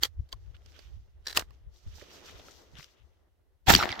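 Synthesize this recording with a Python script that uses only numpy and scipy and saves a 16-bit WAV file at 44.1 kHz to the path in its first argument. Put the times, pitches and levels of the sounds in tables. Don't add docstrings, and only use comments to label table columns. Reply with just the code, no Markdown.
import sys
import numpy as np
from scipy import signal
from scipy.fft import rfft, irfft
from scipy.io import wavfile
from scipy.ndimage import uniform_filter1d

SR = 44100
rng = np.random.default_rng(int(sys.argv[2]) if len(sys.argv) > 2 else 0)


def store_pcm(level_fs):
    pcm = np.round(np.clip(level_fs, -1, 1) * 32767).astype(np.int16)
    wavfile.write(sys.argv[1], SR, np.atleast_2d(pcm).T)


N = 176400
T = np.arange(N) / SR



def undb(db):
    return 10 ** (np.asarray(db) / 20)


def pan(lr_db):
    return undb(np.array([lr_db, -lr_db]) / 2)


def pair(length, like):
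    noise = rng.standard_normal((3, length))
    like = np.clip(like, 0, 1)
    return np.sqrt(like) * noise[0] + np.sqrt(1 - like) * noise[1:]


def colour(noise, table):
    hz, db = np.array(table).T
    freq = np.arange(N // 2 + 1) * SR / N + 1e-3
    gain = undb(np.interp(np.log(freq), np.log(hz), db, -90, -90))
    shaped = irfft(rfft(noise) * gain, N)
    return shaped / shaped.std(axis=-1, keepdims=True)


def curve(table, col, outside=-120):
    rows = np.array(table)
    after = outside if rows[-1, 0] < 3.9 else rows[-1, col]
    return np.interp(T, rows[:, 0], rows[:, col], outside, after)


def walk(rate):
    hold = int(SR / rate)
    steps = np.repeat(rng.standard_normal(N // hold + 1), hold)
    return uniform_filter1d(steps, hold)[:N]


def add(out, start_s, sound):
    i = int(start_s * SR)
    out[:, i:i + sound.shape[1]] += sound[:, :N - i]


def ring(x, hz, t60):
    pole = np.exp(2j * np.pi * min(hz, .45 * SR) / SR - np.log(1000) / (t60 * SR))
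    return signal.lfilter([1], [1, -pole], x).imag


EDGE_HZ = 1400


def bursts(rows, width, like, edge_db, order=2):
    out, t = np.zeros((2, N)), T[:5000]
    for start_s, peak_db, hz, lr_db, length in rows:
        x = pair(len(t), like) * (t / length) * np.exp(-3 * t / length)
        snap_at = np.arange(len(t)) == int(length * SR / 4)
        x = x + snap_at * min(0.6, 4.1 * width) * np.sqrt(np.sum(x ** 2))
        band = ring(x, hz, np.log(1000) / (np.pi * width * hz))
        limits = [0.22 * hz, min(EDGE_HZ + 0.71 * hz, .4 * SR)]
        edge = signal.sosfilt(signal.butter(order, limits, "band", fs=SR, output="sos"), x)
        knock = band / band.std() + undb(edge_db) * edge / edge.std()
        add(out, start_s, knock * undb(peak_db) * pan(lr_db)[:, None] / np.abs(knock).max())
    return out


HISS_DB = -86
# hz, level_db
HISS_COLOUR = [(1200, -4), (3000, 1), (8000, -7.5), (13000, -3.5), (16000, -8.5)]


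def hiss():
    return colour(pair(N, .2), HISS_COLOUR) * undb(HISS_DB)


# time_s, level_db (before a 1.5 dB lift), lr_db
WIND = [(0.0, -49, 4), (0.1, -53.5, -15), (0.16, -50.5, 5), (0.2, -31, 2), (0.3, -69.5, 2.5),
        (0.34, -50, 18.5), (0.4, -51.5, 0), (0.48, -48.5, 12.5), (0.59, -54, 1.5), (0.75, -59, 9),
        (0.82, -55.5, -9), (0.99, -43.5, -5), (1.05, -60, 10), (1.19, -55, -8), (1.32, -57.5, 10.5),
        (1.37, -46, -11.5), (1.52, -52, 13.5), (1.59, -59.5, -3), (1.67, -46.5, 5), (1.75, -61.5, 9.5),
        (1.82, -68.5, -12), (1.87, -40.5, 6), (2.08, -64.5, -2), (2.32, -57.5, 9), (2.35, -48, -8),
        (2.46, -66.5, 13), (2.65, -68, 5), (2.78, -56, -5.5), (2.95, -74, 0), (3.02, -59, 16.5),
        (3.18, -69, -1.5), (3.63, -68.5, 4.5), (3.66, -61.5, 17)]
# hz, level_db
WIND_COLOUR = [(7.1, -42.5), (12, -15), (53, 0.5), (73, 3.5), (104, -7.5), (146, -24), (226, -38),
               (260, -37), (340, -64.5)]


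def wind():
    level = undb(curve(WIND, 1) + 1.5)
    return colour(pair(N, .2), WIND_COLOUR) * level * pan(curve(WIND, 2, 0))


# start_s, peak_db, pitch_hz, lr_db, length_s
THUDS = [(0.181, -43, 68.7, -1, 0.035), (0.203, -38, 70.0, -3, 0.023), (0.964, -43, 64.3, -9, 0.029),
         (1.857, -32.5, 75, -3.5, 0.03)]


def thuds():
    return bursts(THUDS, 0.17, 0.39, -67.5)


# time_s, middle_level_db, treble_level_db, lr_db
RUSTLE = [
    [(0.36, -80, -80.5, 0), (0.47, -77.5, -76, -5), (0.54, -79, -82, -1.0), (0.548, -54, -71, -4),
     (0.578, -80.5, -79, 0), (0.798, -61.5, -64.5, -6), (0.89, -73, -75, -2), (1.164, -85.5, -89.5, -2.5),
     (1.24, -79, -81.5, -3.5)],
    [(1.53, -74.5, -79.5, -2.5), (1.682, -83, -90, 0), (1.77, -74, -61.5, 1.5), (1.82, -74.5, -72.5, -5),
     (2.01, -59.5, -60.5, -6), (2.1, -59, -62.5, -2.5), (2.138, -57, -52.5, 0), (2.212, -58, -62, -4.5),
     (2.3, -54, -56.5, 2.5)],
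    [(2.3, -54.5, -59.5, 1.5), (2.56, -66, -61, 3.5), (2.712, -77, -73.5, -1.5), (2.796, -58.5, -63, 19.5),
     (2.84, -60, -55.5, 1), (2.874, -69, -71, 3.5), (3.454, -102, -104, -2.5), (3.632, -102, -104, 0.5),
     (3.66, -79, -78.5, 1.5)],
]
# hz, level_db
RUSTLE_COLOUR = [(710, -31), (1200, -3), (2100, -6), (2290, -4), (2940, -0.5), (3800, -4.5), (4940, -29.5)]
# hz, level_db
TREBLE_RUSTLE_COLOUR = [(2000, -32.5), (3400, -6), (4350, -1.5), (5970, -2.5), (10200, -24.5),
                        (12000, -14.5), (14400, -16), (15200, -19), (16000, -28.5)]
# time_s, level_db
RUB = [(0.0, -78), (0.77, -67.5), (1.02, -75), (1.26, -73.5), (1.4, -69), (1.8, -74), (1.94, -64.5),
       (2.14, -58), (2.34, -57.5), (2.73, -63), (2.91, -70), (3.37, -78), (3.66, -81)]
# hz, level_db
RUB_COLOUR = [(88, -36), (150, -2), (247, -4), (369, 2), (411, 1), (1810, -14.5), (2000, -10.5),
              (2600, -35)]
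GRAINS_PER_S, GRAIN_SPREAD_DB, FLICKER_DB = 350, 3.6, 3.1


def jacket():
    grain_db = np.minimum(GRAIN_SPREAD_DB * rng.exponential(size=N), 13.)
    grains = (rng.random(N) < GRAINS_PER_S / SR) * undb(grain_db)
    grit = 1 + uniform_filter1d(grains, size=40) * 8
    grit = grit / np.sqrt(np.mean(grit ** 2))
    swell_db = 0.4 * walk(16)
    rows = np.concatenate(RUSTLE)
    treble_db = curve(rows, 2, -85.0) + FLICKER_DB * walk(40)
    treble = colour(pair(N, 0.14), TREBLE_RUSTLE_COLOUR) * grit * undb(treble_db)
    middle_db = curve(rows, 1, -84.0) + FLICKER_DB * walk(40)
    middle = colour(pair(N, 0.068), RUSTLE_COLOUR) * grit * undb(middle_db)
    dull = colour(pair(N, 0.33), RUB_COLOUR) * undb(curve(RUB, 1) + 2.2 * walk(31))
    scuff = ring(pair(N, 0.11), 5900, 0.0021)
    scuff_db = curve(rows, 2, -83.5) - 7.5 + 3.5 * walk(45)
    treble = treble + scuff / scuff.std() * grit * undb(scuff_db)
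    return (treble + middle + dull) * undb(swell_db) * pan(curve(rows, 3, 0))


# start_s, peak_db, pitch_hz, lr_db, length_s
TICKS = [(0.448, -66, 1590, -4, 0.0022), (0.566, -50.5, 3170, -10, 0.0019), (0.619, -59, 3140, -7, 0.0023),
         (0.661, -47.5, 4900, -18, 0.0028), (0.72, -52, 5200, -13, 0.0021), (0.741, -52, 2380, -3, 0.0023),
         (0.79, -41, 4700, -12, 0.007), (1.761, -52, 3810, 0.5, 0.0015), (1.875, -50.5, 3200, -8.5, 0.0015),
         (1.983, -42.5, 890, -6, 0.0021), (2.014, -40, 2300, -5, 0.0029), (2.295, -41.5, 2210, -6, 0.003),
         (2.393, -42, 3600, -4, 0.011), (2.484, -40, 1330, -1, 0.002), (2.508, -43.5, 6100, 15, 0.012),
         (2.754, -40.5, 3260, 3, 0.00164), (2.769, -41, 3200, -10, 0.0021),
         (2.785, -42.5, 5370, -7, 0.0027), (2.797, -36.5, 2900, -7, 0.00098),
         (2.806, -38.5, 2280, 4, 0.0036), (2.818, -50, 5660, 13, 0.0028), (2.828, -37, 5200, -9, 0.0031),
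         (2.843, -39, 5070, 15, 0.0018)]
# start_s, peak_db, pitch_hz, lr_db, length_s
BUMPS = [(0.33, -40.5, 1140, -8.5, 0.00896), (0.658, -54, 380, -8, 0.008), (0.789, -47.5, 453, -8, 0.0075),
         (2.02, -40.5, 520, -12, 0.011), (2.396, -41.5, 680, -2, 0.008), (2.728, -51.5, 154, -8, 0.026),
         (2.786, -41.5, 149, -5, 0.0055)]


def hands():
    return bursts(TICKS, 0.1, 0.82, -1.5) + bursts(BUMPS, 0.25, 0.64, -46)


# start_s, peak_db, pitch_hz, lr_db, length_s
STOCK_KNOCKS = [(1.378, -24.5, 1114, -0.5, 0.0035), (1.385, -25, 754, 4, 0.0063),
                (1.404, -33, 4970, 1.5, 0.0011), (1.407, -29, 1480, 0, 0.0064),
                (1.422, -32, 1250, -9.5, 0.004)]


def stock_knocks():
    return bursts(STOCK_KNOCKS, 0.5, 0.49, -26)


RISE_S, PUSH_S, SLIDE_S = .0009, 0.00088, .006
LIKENESS, SNAP = 0.27, 5.5
GRIT_DB, RATTLE_RING_DB = -23.5, -7.5
# hz, level_db
RATTLE_COLOUR = [(190, -38), (330, -5.5), (573, -7.5), (720, -12), (1850, -3.5), (2470, -12), (3900, -5),
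                 (7460, -13.5), (9830, -20), (14800, -17), (16000, -29)]


def metal(hits, modes):
    out, drive = np.zeros((2, N)), np.zeros((2, N))
    t = T[:6000] - .03
    for hit_s, peak_db, lr_db, rattle_db, rattle_t60, slide_db in hits:
        push = np.clip(t / RISE_S, 0, 1) ** 2 * np.exp(-np.maximum(t - RISE_S, 0) / PUSH_S)
        uneven = uniform_filter1d(np.repeat(rng.standard_normal(60), 100), size=60)
        rattle = undb(rattle_db - 60 * t / rattle_t60)
        slide_in = undb(slide_db) * np.exp(np.minimum(t, 0) / SLIDE_S)
        loose = np.where(t > 0, rattle, slide_in)
        x = pair(len(t), LIKENESS) * (push + loose * undb(RATTLE_RING_DB + 2.7 * uneven))
        x = x + SNAP * (np.arange(len(t)) == np.argmax(push))
        rung = 0
        for hz, mode_db, t60 in modes:
            mode_gain = undb(mode_db + 2 * rng.standard_normal()) / t60 ** 1.54
            rung = rung + mode_gain * ring(ring(x, hz, t60), hz, 0.63 * t60)
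        gain = undb(peak_db) * pan(lr_db)[:, None]
        add(out, hit_s + t[0], rung * gain / np.abs(rung).max())
        add(drive, hit_s + t[0], (loose * undb(1.4 * uneven) + undb(GRIT_DB) * push) * gain)
    return out + colour(pair(N, LIKENESS), RATTLE_COLOUR) * drive


SHELL_HITS = [(0.0326, -3.5, -4, -25.5, 0.034, -26.5), (0.0388, -22.5, 7, -18.5, 0.074, -39),
              (0.047, -30, -15.5, -6, 0.055, -36), (0.0515, -21, 4.5, -18.5, 0.051, -23),
              (0.2885, -58, -3, -6.5, 0.059, -37), (0.32, -45, 1, -17, 0.032, -36),
              (0.3258, -24, 0, -18.5, 0.044, -31), (0.5504, -54.5, 0, -28, 0.06, -36)]
SHELL_MODES = [(410, -18, .012), (1300, -19, 0.01), (2010, -22, 0.011), (3286, 5, 0.0082),
               (4524, 3.5, .007), (6200, -10, 0.011), (7160, -9, .006), (12210, -14, 0.006),
               (15950, -12, 0.0046)]


def shells():
    return metal(SHELL_HITS, SHELL_MODES)


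HINGE_HITS = [(1.2575, -36.5, -1, -27, 0.045, -22.5), (1.2675, -23, -3, -18, 0.036, -34),
              (1.2705, -19, -1.5, -24.5, 0.036, -43), (1.2815, -24.5, 4, -12.5, 0.043, -35.5),
              (1.296, -30, -7.5, -19, .05, -28), (1.3025, -30, -0.5, -18.5, 0.058, -26),
              (1.3095, -31, 2.5, -15, 0.057, -30), (1.327, -29, -3, -12, 0.034, -30.5),
              (1.348, -35, -3.5, -6.5, 0.037, -21.5)]
HINGE_MODES = [(1180, -7.5, .01), (1730, 5.5, 0.0086), (2620, -7, 0.008), (4000, 8, 0.0095),
               (4750, 5.5, 0.007), (5500, 1.5, 0.008), (6900, -5.5, .006), (11600, -25.5, .008),
               (15000, -12.5, 0.0066)]


def hinge():
    return metal(HINGE_HITS, HINGE_MODES)


LOCK_HITS = [(1.3665, -36, -5, -3.5, 0.062, -20.5), (1.372, -5, 0.5, -20, 0.049, -16),
             (1.394, -20.5, -3.5, -10.5, 0.043, -27.5), (1.411, -32, -3, -18.5, 0.11, -25),
             (1.506, -51, -11, -26, .05, -28)]
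LOCK_MODES = [(486, -15, 0.032), (1120, 6, 0.013), (1860, 1, 0.02), (2800, 4, 0.0039), (4300, -2.5, 0.009),
              (5025, -1, 0.009), (6750, -3, 0.006), (7920, -5, 0.0045), (11450, -9.5, 0.0031),
              (14920, -3, 0.0039)]


def lock():
    return metal(LOCK_HITS, LOCK_MODES)


# start_s, level_db (before wavering), start_hz, end_hz, lr_db, length_s
WHINES = [(3.679, -18, 800, 710, 16, 0.021), (3.676, -28, 3300, 3400, 15, 0.025),
          (3.774, -38.5, 5880, 5120, -10, .055), (3.772, -32, 4200, 3800, -3, 0.046),
          (3.8015, -19, 1430, 1330, -4, 0.0038), (3.8095, -18.5, 1340, 1360, -1, 0.0056),
          (3.896, -37, 1960, 2030, -2, 0.0091), (3.908, -35, 2400, 2040, -2, 0.013),
          (3.923, -31.5, 2050, 2010, -4, 0.011)]


def whines():
    out = np.zeros((2, N))
    for start_s, level_db, start_hz, end_hz, lr_db, length in WHINES:
        u = np.arange(int(length * SR)) / (length * SR)
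        waver = uniform_filter1d(rng.standard_normal((3, 4000)), size=60)[:, :len(u)]
        glide_hz = (start_hz + (end_hz - start_hz) * u) * (1 + .07 * waver[0])
        phase = 2 * np.pi * np.cumsum(glide_hz) / SR
        port_phase = np.array([[0], [.9]])
        tone = np.sin(phase + port_phase) * undb(level_db + 22 * waver[1:])
        add(out, start_s, tone * np.sin(np.pi * u ** 0.8) * pan(lr_db)[:, None])
    return out


# start_s, peak_db, pitch_hz, lr_db, length_s
THUMPS = [(3.677, -16.5, 90, 12.5, .014), (3.687, -14, 319, 1, 0.011), (3.702, -12, 198, 2, 0.0087),
          (3.7505, -13.5, 172, 1, 0.0082)]


def thumps():
    return bursts(THUMPS, 0.48, 0.41, -28)


# start_s, peak_db, pitch_hz, lr_db, length_s
SLAPS = [(3.696, -1.5, 2450, -13, 0.0014), (3.703, -6, 2930, -7, 0.0034), (3.7185, -20, 2530, 6, 0.0014),
         (3.7312, -14, 4940, -20, 0.0011), (3.736, -9, 920, 1, 0.0029), (3.738, -2.5, 3500, -5, 0.00375),
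         (3.749, -1, 3040, 4, 0.002), (3.7503, 6.5, 4750, 5.5, .0022), (3.762, -10, 5340, -21, 0.0016),
         (3.789, -19, 850, 1, 0.0037), (3.826, -11, 1300, -2, .003), (3.8278, -15.5, 4070, -4, 0.0012),
         (3.834, -16.5, 2260, -8.5, 0.0026), (3.841, -16, 664, 0.5, 0.0016),
         (3.8555, -16.5, 703, 6, 0.0015), (3.8558, -21, 3700, 0, 0.0012), (3.8915, -17, 3470, 0, 0.00066),
         (3.904, -20.5, 2930, 1, 0.0015), (3.9178, -24.5, 4750, -12, 0.0015),
         (3.9265, -18, 3580, 1, 0.00071), (3.9928, -22, 3550, -2, 0.003)]


def slaps():
    return bursts(SLAPS, 0.14, 0.26, -6.0, order=3)


# time_s, boom_db, body_db, roar_db, treble_db, body_lr_db, roar_lr_db (also for the treble)
SHOT = [(3.662, -57, -61, -61, -64, 2, -3), (3.672, -43, -39, -36.5, -45, -20, -14),
        (3.686, -22.5, -27, -23.5, -28, 15, 11.5), (3.704, -26, -12, -15, -21.5, -3.5, -12.5),
        (3.713, -24, -24.5, -22, -26.5, -14, 6), (3.726, -34, -26, -30.5, -27.5, -6, -9),
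        (3.738, -18, -39, -18, -30.5, 3, 7), (3.745, -25, -47, -32.5, -27, 1, -3),
        (3.753, -26, -44, -27, -39, 6, -0.5), (3.766, -30, -46, -28, -39.5, -18, -10),
        (3.785, -30, -41.5, -35, -41, -12, -1), (3.82, -47, -33, -36, -47, -2, 1),
        (3.84, -31, -27, -31.5, -51, 2, -1), (3.85, -45, -43, -45, -52, 3, 8),
        (3.87, -53, -33.5, -46.5, -58, 0.5, -2), (3.91, -40, -45, -40.5, -67, -2, -4),
        (3.94, -57, -38, -45, -69, -0.5, -1), (3.97, -63, -46, -51.5, -69, -3, 2),
        (4.0, -40, -35, -51, -78, 1, -3)]
# hz, level_db
BOOM_COLOUR = [(24, -35.5), (40, 2.5), (130, 2), (178, -1.5), (216, -3.5), (308, -4), (333, -2),
               (400, -9.5), (520, -36)]
BODY_COLOUR = [(120, -36), (200, -8.5), (240, -9), (310, -10), (350, -3), (430, -11.5), (520, -13),
               (640, -4.5), (760, -3.5), (900, -3), (1050, -9), (1340, -9.5), (1800, -7), (2340, -18.5)]
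ROAR_COLOUR = [(710, -36.5), (1200, -8), (1340, -11), (1750, -3), (2760, -2), (4470, -3), (4860, -7.5),
               (5160, -6.5), (5810, -10.5), (9000, -33), (11700, -30.5), (19800, -120)]
TREBLE_COLOUR = [(4410, -8), (7500, -2), (9390, -21), (11000, -12.5), (13300, -5), (14700, -7.5),
                 (15600, -9), (16000, -15.5)]
ROUGH_DB = 3.


def shot():
    boom = colour(pair(N, .15), BOOM_COLOUR) * undb(curve(SHOT, 1)) * pan(3.5)[:, None]
    out = slaps() + whines() + thumps() + boom
    layers = ((BODY_COLOUR, .25, 2, 5), (ROAR_COLOUR, .3, 3, 6), (TREBLE_COLOUR, .15, 4, 6))
    for table, like, level_col, lr_col in layers:
        level = undb(curve(SHOT, level_col) + ROUGH_DB * walk(250))
        out = out + colour(pair(N, like), table) * level * pan(curve(SHOT, lr_col, 0))
    return out


def scene():
    background = hiss() + wind() + thuds()
    shooter = jacket() + hands()
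    action = stock_knocks() + shells() + hinge() + lock()
    return background + shooter + action + shot()


TOP_HZ = 15900


def record(dry):
    rounded = np.tanh(1.17 * dry) / 1.29
    return signal.sosfilt(signal.ellip(8, .2, 70, TOP_HZ, fs=SR, output="sos"), rounded)


dry = scene()
out = record(dry)
store_pcm(out)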